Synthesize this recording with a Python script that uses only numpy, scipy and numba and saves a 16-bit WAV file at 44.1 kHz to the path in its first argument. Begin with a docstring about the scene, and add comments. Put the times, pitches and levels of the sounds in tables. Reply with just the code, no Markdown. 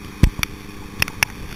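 """A tow boat's drone, a hissing wake and buffeting wind, broken by sharp cracks and thumps of water.
A wakeboarder crosses a lake, heard from a camera in a waterproof case on the rider. Exhaust pulses
make the drone; drops set the case ringing, slaps push on the microphone, spray and gurgles wash over it.
The camera ducks after loud hits, overloads, and holds its samples at a low rate,
which mirrors the sound into a gritty treble."""
import sys
import numpy as np
from scipy import signal
from scipy.fft import rfft, irfft
from scipy.io import wavfile
from scipy.ndimage import uniform_filter1d, map_coordinates
from numba import njit

SR = 44100
rng = np.random.default_rng(int(sys.argv[2]) if len(sys.argv) > 2 else 0)


def store_wav(level_fs):
    """Save 16-bit WAV to argv[1]."""
    pcm = np.round(np.clip(np.atleast_2d(level_fs), -1, 1) * 32767)
    wavfile.write(sys.argv[1], SR, pcm.T.astype(np.int16))


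N = 68355


def drops():
    """Impact excitation: each drop drives two case modes and a splatter, which decay after contact."""
    # impacts: t/s, level/dB, contact/s, main mode f/Hz, lower mode f/Hz,
    # then relative level/dB of the lower mode, the splatter and the knock
    impacts = [(0.046, -37, 0.0031, 3360, 2400, -9, -1, -22),
               (.2336, -11, 0.00098, 1010, 810, -11, -6.5, -11),
               (0.24, -9.5, 0.00095, 2470, 1970, -8, 0.5, 3.5),
               (0.392, -27.5, 0.0017, 950, 650, 0, -19, -8),
               (.4317, -4.5, 0.0011, 2094, 1182, -8, -6.5, -20),
               (0.996, -37.5, 0.0072, 2450, 1123, 3, 4.5, -17),
               (1.0225, -2.5, 0.0024, 2489, 1950, -11, -10, -13),
               (1.0805, -15.5, 0.00053, 2250, 1480, -2, -6, -11),
               (1.2268, -2.5, 0.0041, 2360, 1627, -4, -8.5, -8), (1.287, -33, 0.0024, 1680, 950, 0, -21, 0),
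               (1.301, -24, 0.00046, 1900, 1530, -14, -17, -19),
               (1.526, -27, 0.0019, 2240, 1455, 1, -0.5, -2)]
    # spectrum of a large drop splattering on the case: f/Hz, level/dB
    splatter_spectrum = [(100, 9.5), (300, 3), (600, -16), (900, 11.5), (1120, 4), (1300, -28), (1550, 6.5),
                         (1900, 4), (2450, 8.5), (2850, 0), (3150, -19), (3550, 15), (3900, -17)]
    attack_s, decay_s, tail_s, tail_share = 0.00017, 0.00075, 0.0024, undb(-5.5)
    knock_s, push_s = 0.00039, 0.0015
    out = np.zeros(N)
    for at, db, contact, main_hz, low_hz, low_db, splatter_db, knock_db in impacts:
        age = seconds() - at
        after = np.maximum(age - contact, 0)
        decay = (1 - tail_share) * np.exp(-after / decay_s) + tail_share * np.exp(-after / tail_s)
        envelope = np.clip(age / attack_s, 0, 1) * decay
        wobble = 1 + 0.13 * walk(2500)  # frequency modulation broadens the modes into a rattle
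        phase_per_hz = 2 * np.pi * np.cumsum((age > 0) * wobble) / SR
        modes = np.sin(main_hz * phase_per_hz) + undb(low_db) * np.sin(low_hz * phase_per_hz)
        splatter = colour(rng.standard_normal(N), splatter_spectrum)
        crack = undb(-2) * burst(modes, envelope) + undb(splatter_db) * burst(splatter, envelope)
        knock = undb(knock_db) * bump(at + contact, knock_s)
        push = undb(-15.5) * bump(at + contact + 2 * push_s, push_s)
        out += undb(db) * (crack - knock + push)
    return out


def slaps():
    """Damped oscillator: water sucks, then pushes on the microphone, which swings back slowly."""
    # driving pulses: t/s, level/dB, half width/s, ratio of suction to push
    pulses = [(0.2397, 4, 0.0052, 1.155), (0.271, -5.5, 0.0016, 0), (0.3936, -11, 0.0012, 0.14),
              (.9988, -23, 0.0013, 0.045), (1.007, -21.5, 0.0021, 1.4), (1.089, -25, .0016, 0)]
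    suction_lead_s, suction_s = 0.00488, 0.0014
    swing_hz, swing_q = 33.7, 1.1
    pressure = np.zeros(N)
    for at, db, width, suction in pulses:
        pressure += undb(db) * (bump(at, width) - suction * bump(at - suction_lead_s, suction_s))
    omega = 2 * np.pi * swing_hz
    resonant_highpass = signal.bilinear([1, 0, 0], [1, omega / swing_q, omega ** 2], SR)
    return signal.lfilter(*resonant_highpass, pressure)


def wind(gust_db=1.8, gusts_per_s=18):
    """Turbulence: low pressure noise buffets the case in quick gusts."""
    # spectral density: f/Hz, level/dB
    spectrum = [(15, 7.5), (35, 2.5), (70, 1), (120, -3), (175, -2.5), (260, -9), (420, -13), (620, -26.5),
                (1200, -59)]
    # wind strength: t/s, level/dB
    level = [(0, -36.5), (.07, -36), (.17, -40), (.35, -38), (.6, -39.5), (.75, -37.5), (.9, -36.5),
             (1.1, -35), (1.17, -32.5), (1.3, -39), (1.43, -33.5), (1.55, -33.5)]
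    return colour(rng.standard_normal(N), spectrum) * undb(curve(level) + gust_db * walk(gusts_per_s))


def engine(jitter_s=0.00007, scatter_db=1.35):
    """Source and filter: the tow boat's uneven exhaust pulses, dulled by distance and water."""
    # firing rate: t/s, f/Hz
    firing_rate = [(0, 100.2), (.3, 99.6), (.8, 100), (1.17, 98.3), (1.35, 98.8), (1.55, 102)]
    # the four pulses of an engine cycle: relative level/dB
    cylinders = [10, 9.5, 5, 2.5]
    # exhaust response: f/Hz, level/dB
    exhaust = [(40, -2), (100, -3), (200, 1), (300, 0), (400, -5), (470, 3), (520, -34), (600, -38),
               (900, -49), (1500, -66)]
    # drone strength: t/s, level/dB
    level = [(0, -40), (.7, -38), (1.15, -41), (1.55, -43)]
    pulse_count = np.floor(np.cumsum(curve(firing_rate)) / SR + 1 / 4)
    fired = np.flatnonzero(np.diff(pulse_count) > 0)
    late, size = rng.standard_normal((N // 100, 2))[:len(fired)].T
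    onsets = np.clip(fired + (late * jitter_s * SR).astype(int), 0, N - 1)
    pulses = np.zeros(N)
    pulses[onsets] = undb(np.resize(cylinders, len(fired)) + scatter_db * size)
    return colour(pulses - pulses.mean(), exhaust) * undb(curve(level))


def wake(flicker_db=0.28):
    """Resonant transmission: the noise of rushing water is coloured by the modes of the case."""
    # spectral density inside the case: f/Hz, level/dB
    spectrum = [(320, -49), (550, -11), (587, -15), (606, -44), (673, -22), (712, -8.5), (760, -8.5),
                (851, -4.5), (923, -6), (1020, -0.5), (1140, 1.5), (1410, -9.5), (1730, -4), (1930, -7.5),
                (2500, 1), (2730, -21.5), (3290, -5.5), (3530, -7.5), (3800, -7.5), (4940, -44),
                (8360, -120)]
    # hiss strength: t/s, level/dB
    level = [(0, -44.5), (.04, -41), (.16, -41.5), (.3, -40.5), (.55, -45), (.65, -43), (.77, -44),
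             (1, -41.5), (1.55, -43)]
    return colour(rng.standard_normal(N), spectrum) * undb(curve(level) + flicker_db * walk(45.08))


def spray(droplets_per_s=1700, scatter_db=7):
    """Shot noise: tiny droplets strike the case, louder as the board throws up a sheet of water."""
    # response of the case to fine spray: f/Hz, level/dB
    case_response = [(150, -14), (600, -12), (880, -3), (1200, -20), (1550, -2.5), (2000, -6), (2450, -0.5),
                     (2900, -5.5), (3200, -14), (3550, 2.5), (3900, -44)]
    # spray reaching the case: t/s, level/dB
    level = [(0, -62), (.6, -45.5), (.95, -56), (1.1, -54), (1.35, -48.5), (1.47, -47.5), (1.52, -40),
             (1.55, -39.5)]
    arrivals = rng.random(N) < droplets_per_s / SR
    hits = arrivals * rng.choice([-1, 1], N) * undb(scatter_db * rng.standard_normal(N))
    return colour(hits, case_response) * undb(curve(level))


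def gurgles(centre_hz=860, width_hz=87, rise_s=0.0048):
    """Narrow-band resonance: short hollow swells of noise as water runs over the case."""
    # swells: t/s, level/dB
    swells = [(0.263, -36), (0.821, -40), (1.096, -37), (1.128, -42), (1.246, -37.5), (1.282, -37)]
    resonance = signal.iirpeak(centre_hz, centre_hz / width_hz, SR)
    hollow = signal.filtfilt(*resonance, rng.standard_normal(N))
    out = np.zeros(N)
    for at, db in swells:
        age = np.maximum(seconds() - at, 0) / rise_s
        out += undb(db) * burst(hollow, age * np.exp(1 - age))
    return out


def undb(db):
    """Amplitude ratio of a level in decibels."""
    return 10 ** (np.asarray(db) / 20)


def unit(x):
    """Normalisation to rms 1."""
    return x / np.sqrt(np.mean(x ** 2))


def seconds():
    """Time axis, t/s."""
    return np.arange(N) / SR


def curve(rows):
    """Linear interpolation of (t/s, value) rows."""
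    return np.interp(seconds(), *np.array(rows).T)


def colour(x, points):
    """Spectral shaping by (f/Hz, level/dB) points; rms 1."""
    hz, db = np.array(points).T
    f = np.maximum(np.fft.rfftfreq(2 * N, 1 / SR), 1)
    gain = undb(np.interp(np.log(f), np.log(hz), db))
    return unit(irfft(rfft(x, 2 * N) * gain)[:N])


def walk(rate):
    """Random modulation: values held for 1 / rate seconds and smoothed twice; rms 1."""
    hold = int(SR / rate)
    steps = rng.standard_normal(N)[np.arange(N) // hold]
    return unit(uniform_filter1d(uniform_filter1d(steps, hold), hold))


def burst(carrier, envelope):
    """Amplitude modulation, scaled to the energy of the envelope."""
    shaped = carrier * envelope
    return shaped * np.sqrt(np.sum(envelope ** 2) / np.sum(shaped ** 2))


def bump(at, width):
    """Gaussian pressure pulse."""
    return np.exp(-((seconds() - at) / width) ** 2)


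@njit
def follow(x, attack_s, release_s):
    """Envelope detection: rectify, then smooth with separate time constants for rise and fall."""
    out, level = np.empty(len(x)), 0.
    for i in range(len(x)):
        lag_s = attack_s if abs(x[i]) > level else release_s
        level += (abs(x[i]) - level) / (lag_s * SR)
        out[i] = level
    return out


def scene():
    """Superposition of all sources at one microphone."""
    return (engine() + wake() + spray() + wind() + drops() + slaps() + gurgles())[None]


def record(dry):
    """Gain control ducks loud hits; a zero-order hold mirrors the spectrum upward; peaks clip."""
    sense_above_hz, threshold_db = 190, -14
    band_hz, hold_hz, top_hz, clip_level = 3950, 8000, 15500, 0.88
    sensed = signal.sosfilt(signal.butter(1, sense_above_hz, "high", fs=SR, output="sos"), dry[0])
    level = follow(sensed, attack_s=0.0051, release_s=0.067)
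    ducked = dry[0] / np.maximum(level / undb(threshold_db), 1)
    narrow = signal.sosfiltfilt(signal.butter(14, band_hz, fs=SR, output="sos"), ducked)
    fine_s = np.arange(4 * N) / (4 * SR)  # fourfold oversampling
    sampled_s = (np.floor(fine_s * hold_hz) + .5) / hold_hz
    steps = map_coordinates(narrow, [sampled_s * SR], mode="nearest")
    held = signal.resample_poly(np.clip(steps, -clip_level, clip_level), 1, 4)
    top_cut = signal.ellip(8, .1, 50, top_hz, fs=SR, output="sos")
    return signal.sosfiltfilt(top_cut, held)[None]


dry = scene()
out = record(dry)
store_wav(out)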